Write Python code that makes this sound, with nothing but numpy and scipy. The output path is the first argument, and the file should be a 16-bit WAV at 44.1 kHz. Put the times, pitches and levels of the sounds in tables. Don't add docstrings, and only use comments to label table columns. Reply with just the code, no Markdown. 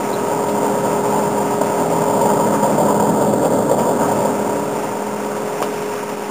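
import sys
import numpy as np
from scipy import signal
from scipy.fft import rfft, irfft, next_fast_len
from scipy.io import wavfile
from scipy.ndimage import uniform_filter1d

SR = 44100
rng = np.random.default_rng(int(sys.argv[2]) if len(sys.argv) > 2 else 0)


def amplitude_ratio(level_db):
    exponent = np.asarray(level_db, float) / 20
    return 10 ** exponent


def master_out(mix):
    frames = np.transpose(np.atleast_2d(mix))
    ceiling = np.clip(frames, -1, 1)
    pcm = np.round(ceiling * 32767).astype(np.int16)
    wavfile.write(sys.argv[1], SR, pcm)


N = 278175
T = np.arange(N) / SR

# time in seconds, flame level in dB, extra level of the facing duct mouth in dB.
FIRE = [(0, -27.5, 1.5), (.3, -25, 2.5), (.7, -23.5, 1), (1.15, -24.5, 3.5), (1.5, -24.5, 2.5),
        (1.9, -22.5, 2), (2.25, -20.5, 2), (2.55, -21.5, 0.5), (2.85, -18.5, -.5), (3.05, -21, 4),
        (3.3, -19, -2.5), (3.7, -19.5, -2.5), (4.1, -20.5, 0.5), (4.4, -23.5, -1.5), (4.65, -26, 0.5),
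        (5.05, -30, 2), (5.6, -29.5, -1.5), (6.31, -34, 4)]
MEAN_FLAME_DB = -24.0


def in_time(rows):
    s, *columns = np.transpose(rows)
    return [np.interp(T, s, column) for column in columns]


def bump(s, half_s):
    return np.interp(T - s, [-half_s, 0, half_s], [0, 1, 0])


def nearness():
    near_db, _ = in_time(FIRE)
    return near_db - MEAN_FLAME_DB


def rms_one(x):
    return x / np.sqrt(np.mean(x ** 2) + 1e-20)


def evened(x, span_s):
    span = int(span_s * SR)
    power = uniform_filter1d(uniform_filter1d(x ** 2, span), span)
    return rms_one(x / np.sqrt(power))


def drift(rate_hz):
    r = np.exp(-40 * np.pi * rate_hz / SR)
    noise = rng.standard_normal(N // 20 + 4002)
    slow = signal.lfilter([1], [1, -2 * r, r * r], noise)[4000:]
    return np.interp(np.arange(N) / 20, np.arange(len(slow)), rms_one(slow - slow.mean()))


def resonance(x, hz, width_hz):
    r = np.exp(-np.pi * width_hz / SR)
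    poles = [1, -2 * r * np.cos(2 * np.pi * hz / SR), r * r]
    return signal.lfilter([(1 - r * r) / 2, 0, (r * r - 1) / 2], poles, x)


def turbulence(spectrum, flicker_db, own_db):
    size = next_fast_len(N, real=True)
    hz = np.fft.rfftfreq(size, 1 / SR) + 1
    point_hz, point_db = np.transpose(spectrum)
    colour_db = np.interp(np.log(hz), np.log(point_hz), point_db, left=-80, right=-60)
    coloured = rfft(rng.standard_normal(size)) * amplitude_ratio(colour_db)
    out = 0
    for octave in np.arange(np.floor(np.log2(point_hz[0])), np.log2(point_hz[-1]) + 1):
        share = np.cos(np.pi / 2 * np.clip(np.log2(hz) - octave, -1, 1)) ** 2
        patch = irfft(coloured * share, size)[:N]
        out = out + patch * amplitude_ratio(own_db * drift(17))
    return rms_one(out * amplitude_ratio(flicker_db))


def squeak():
    # partial in Hz, level in dB.
    partials = [(3710, -45), (3790, -50), (3905, -34.5)]
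    start_s = .129
    gate = np.interp(T - start_s, [0, .002, .020, .034], [0, 1, .7, 0])
    tone = 0
    for hz, db in partials:
        tone = tone + amplitude_ratio(db) * np.sqrt(2) * np.sin(2 * np.pi * (hz * T + rng.random()))
    return gate * tone


def knocks():
    # start in seconds, peak in dB, ring in Hz, decay by 60 dB in seconds, sharpness of contact.
    strikes = [(.271, -12, 790, .02, 6), (0.484, -26, 3000, .06, .5), (3.440, -27, 2800, .08, .3),
               (3.786, -24.5, 2280, 0.15, 0.39), (5.604, -14, 666.5, 0.062, 1.91),
               (5.6185, -7.5, 490, 0.028, 6), (5.625, -6.5, 962, 0.04, 3), (5.625, -15, 453, 0.037, 6.9),
               (5.626, -20, 3253, 0.03, 2.9), (5.627, -19, 2480, 0.12, 1.1), (5.643, -15, 554, 0.052, 2.3),
               (6.094, -25, 2598, .04, 2.5)]
    out, t = np.zeros(N), T[:6000]
    for s, db, hz, t60, sharp in strikes:
        swell = np.minimum(1, sharp * t / .003)
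        click = sharp * (t < .0002)
        push = (rng.standard_normal(len(t)) * swell + click) * amplitude_ratio(-60 * t / t60)
        knock = resonance(resonance(push, hz, 0.41 * hz), hz, 1.0 * hz)
        at = round(s * SR)
        out[at:at + len(t)] += amplitude_ratio(db) * knock / np.max(np.abs(knock))
    return out


def fan():
    # time in seconds, blade-pass tone in Hz, its level in dB, air hiss in dB.
    course = [(0, 415.5, -32, -39), (.06, 410.3, -25, -39), (.42, 413.7, -23.5, -40),
              (1, 411.4, -22.5, -40), (1.7, 412.3, -23.5, -40), (2.1, 413.3, -22, -40.5),
              (2.4, 414.9, -22.5, -42), (2.72, 413.5, -26.5, -41), (2.87, 416.7, -23.5, -46.5),
              (3.5, 414.4, -26.5, -46.5), (3.85, 416, -28, -46.5), (4.14, 413.2, -24, -40),
              (4.6, 415.1, -26, -41), (4.95, 416.7, -28.5, -40), (5.4, 417.6, -27, -40),
              (5.88, 416.4, -25.5, -38), (6.31, 414.3, -31, -39)]
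    # multiple of shaft speed, level in dB re the blade tone.
    shaft = [(4, -13), (6, -16.5), (7, -12.5), (9, -11), (13, -11.5), (17, -15), (18, -15.5), (20, -16.5),
             (23, -11.5), (25, -22.5), (27, -26), (29, -26), (31, -16), (33, -26), (50, -27)]
    # centre in seconds, depth in dB (below zero a rise), half
    # length in s.
    fades = [(0.357, 17, 0.14), (0.63, 7, .04), (0.851, 3, 0.042), (0.96, 10, 0.034), (1.7, 1.5, 0.27),
             (1.942, 12.5, 0.12), (2.099, 8, 0.039), (2.202, 14, 0.055), (2.803, 8, 0.056),
             (3.604, 7.5, 0.33), (4.05, 7.5, .3), (4.75, 5.5, 0.33), (5.2, -3, .3), (5.525, 14, .06),
             (5.75, 4.5, 0.18), (5.955, 12, 0.065)]
    # frequency in Hz, level in dB per Hz.
    air = [(500, -10), (1200, -3), (1800, -1), (2200, -2), (2700, -2.5), (3100, -8.5), (3500, -10.5),
           (3900, -12.5), (4400, -19.5)]
    blades = 10
    blade_hz, blade_db, air_db = in_time(course)
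    near_db = nearness()
    fifth_db = -27.5 + .8 * near_db - sum(db * bump(s, half_s) for s, db, half_s in fades)
    eleventh_db = -36.5 + .5 * near_db - (air_db + 40.0)
    shaft_hz = uniform_filter1d(blade_hz, size=SR // 2) / blades
    turn = 2 * np.pi * np.cumsum(shaft_hz) / SR
    hum = amplitude_ratio(blade_db + 0.44 * drift(8.9)) * np.sin(blades * turn)
    hum += amplitude_ratio(fifth_db + 0.6 * drift(8)) * np.sin(blades / 2 * turn)
    hum += amplitude_ratio(eleventh_db) * np.sin((blades + 1) * turn)
    side_db = uniform_filter1d(blade_db, size=SR) + 0.22 * uniform_filter1d(near_db, size=SR)
    for multiple, db in shaft:
        through_duct_db = .6 * near_db if multiple < blades / 2 else 0
        order_db = db + side_db + through_duct_db + 2.5 * drift(3)
        hum += amplitude_ratio(order_db) * np.sin(multiple * turn + rng.uniform(0, 2 * np.pi))
    hiss = turbulence(air, 0.53 * drift(22), own_db=1.25)
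    return np.sqrt(2) * hum + amplitude_ratio(air_db + 3.5) * hiss


def eddies(hz):
    # centre in seconds, level change in dB, pitch in Hz.
    level_changes = [(.33, 2, 900), (.66, 3.5, 800), (.86, 6.5, 750), (1.16, 5.5, 900), (1.61, 6.5, 454.7),
                     (1.81, 3, 221), (1.92, 8, 396), (2.23, 5, 700), (2.41, 5, 970), (2.48, 5, 250),
                     (2.63, 7.5, 899.6), (2.701, 1, 600), (2.80, 4, 600), (3.11, 5, 230), (3.46, 8.5, 800),
                     (3.55, 9, 350), (3.72, 4.5, 550), (3.91, 6, 714.4), (4.08, -0.5, 906), (4.25, 6.5, 749.2),
                     (5.619, 2, 600), (2.30, 5, 1300), (2.55, 6.5, 1400), (2.90, 1.5, 1300), (4.03, 6.5, 1510),
                     (4.16, -1.5, 700), (5.33, 4, 1280), (5.95, 4, 1199), (3.39, 1, 220.2), (1.30, 3, 230),
                     (.49, -2.5, 950), (.82, -7.5, 800), (1.47, -8, 441), (1.58, -4, 950), (1.76, -12, 250),
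             (1.85, -6, 240), (1.88, -8, 1130), (1.97, -9, 400), (2.34, -2, 450), (2.60, -9, 600),
             (2.75, -5, 660), (3.13, -5, 800), (3.41, -6.5, 800), (3.49, -9, 800), (3.619, -6, 857),
             (3.96, -9.5, 744), (4.31, -4, 550), (4.66, -3, 953), (5.09, -1, 230), (5.43, -1, 949),
             (5.50, -13, 300), (.90, -0.5, 1300), (2.93, -4, 303), (3.35, -8, 1100), (5.62, -1, 199.8),
             (.28, -3, 200), (3.68, -1, 550), (6.22, -4, 950), (4.55, -1.5, 1000), (5.78, -0.5, 951)]
    half_s, reach_octaves = .045, 1
    change_db = 0
    for s, db, at_hz in level_changes:
        share = max(0, 1 - abs(np.log2(at_hz / hz)) / reach_octaves)
        change_db = change_db + db * share * bump(s, half_s)
    return change_db


def fire():
    # frequency in Hz, level in dB per Hz.
    rumble_colour = [(25, -45.5), (60, -34.5), (90, -16.5), (130, -3.5), (200, -2), (290, 1), (350, -4),
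                     (430, -9.5), (600, -30)]
    # frequency in Hz, level in dB per Hz.
    roar_colour = [(300, -27.5), (420, -9.5), (500, -1.5), (590, 1), (650, -5), (750, -4), (800, -9.5),
                   (900, -21.5), (1200, -34)]
    # pitch in Hz, width in Hz, level in dB.
    duct_mouth = [(867.8, 37, -1.5), (915.1, 46, 2.5), (950.4, 55, -3.5)]
    # frequency in Hz, level in dB per Hz.
    rush_colour = [(300, -8), (800, -4), (1000, -5.5), (1060, -2), (1150, -1.5), (1400, -4), (1550, -7.5),
                   (1750, -13), (2200, -30.5)]
    # start in seconds, peak in dB.
    puffs = [(0.36, -8), (0.39, -11.5), (1.613, 1), (2.257, -7), (2.364, -11), (2.63, -14), (2.782, -10),
             (2.998, -9), (3.331, -6.5), (3.915, -15.5), (4.25, -12)]
    near_db, (_, facing_db) = nearness(), in_time(FIRE)
    rumble_db = -25 + 0.97 * near_db + eddies(hz=230)
    roar_db = -22 + near_db + eddies(hz=600)
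    howl_db = -25.5 + near_db + facing_db + eddies(hz=900)
    rush_db = -29.5 + .4 * near_db + 0.11 * facing_db + eddies(hz=1400)

    flicker_db = .5 * drift(10) + 0.88 * drift(30)
    for s, db in puffs:
        puff = np.interp(T - s, [-0.026, -0.0078, .001, 0.015], [0, -1, 1, 0])
        flicker_db += (db + 23.5) * .3 * puff

    rumble = turbulence(rumble_colour, .8 * flicker_db, own_db=-0.33)
    roar = turbulence(roar_colour, 1.3 * flicker_db, own_db=-1.35)
    gas = rng.standard_normal(N) * amplitude_ratio(1.5 * flicker_db)
    howl = 0
    for hz, width_hz, db in duct_mouth:
        ring = resonance(resonance(gas, hz, 1.5 * width_hz), hz, 1.5 * width_hz)
        howl = howl + amplitude_ratio(db) * ring
    rush = turbulence(rush_colour, 1.3 * flicker_db, own_db=1.34)

    low = amplitude_ratio(rumble_db) * evened(rumble, .09) + amplitude_ratio(roar_db) * evened(roar, .07)
    return low + amplitude_ratio(howl_db) * evened(howl, 0.077) + amplitude_ratio(rush_db) * evened(rush, 0.088)


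def stove(x):
    # centre in Hz, width in Hz, depth from 0 to 1.
    dips = [(335.6, 43, 0.2), (433, 25, .5), (481, 15, 0.2), (728, 20, .4), (800, 41, .6), (1062, 48, .5)]
    near = np.interp(T, [4.3, 5.2], [1, .45])
    for hz, width_hz, depth in dips:
        x = x - near * depth * resonance(x, hz, width_hz)
    return x


def scene():
    mix = squeak() + knocks() + fan() + stove(fire())
    return mix[None]


def band_limit(x):
    return signal.sosfilt(signal.butter(12, 15680, fs=SR, output="sos"), x)


def record(dry):
    sample_hz, steps = 8000, 128
    x = signal.sosfilt(signal.cheby2(8, 40, 5000, fs=SR, output="sos"), dry)
    held = (np.floor(T * sample_hz) * SR / sample_hz).astype(int)
    rounded = 0.92 * np.tanh(x[:, held] / 0.97)
    x = np.floor(rounded * steps) / steps
    x = signal.sosfilt(signal.ellip(12, .1, 70, 15420, fs=SR, output="sos"), x)
    return band_limit(x)


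dry = scene()
out = record(dry)
master_out(out)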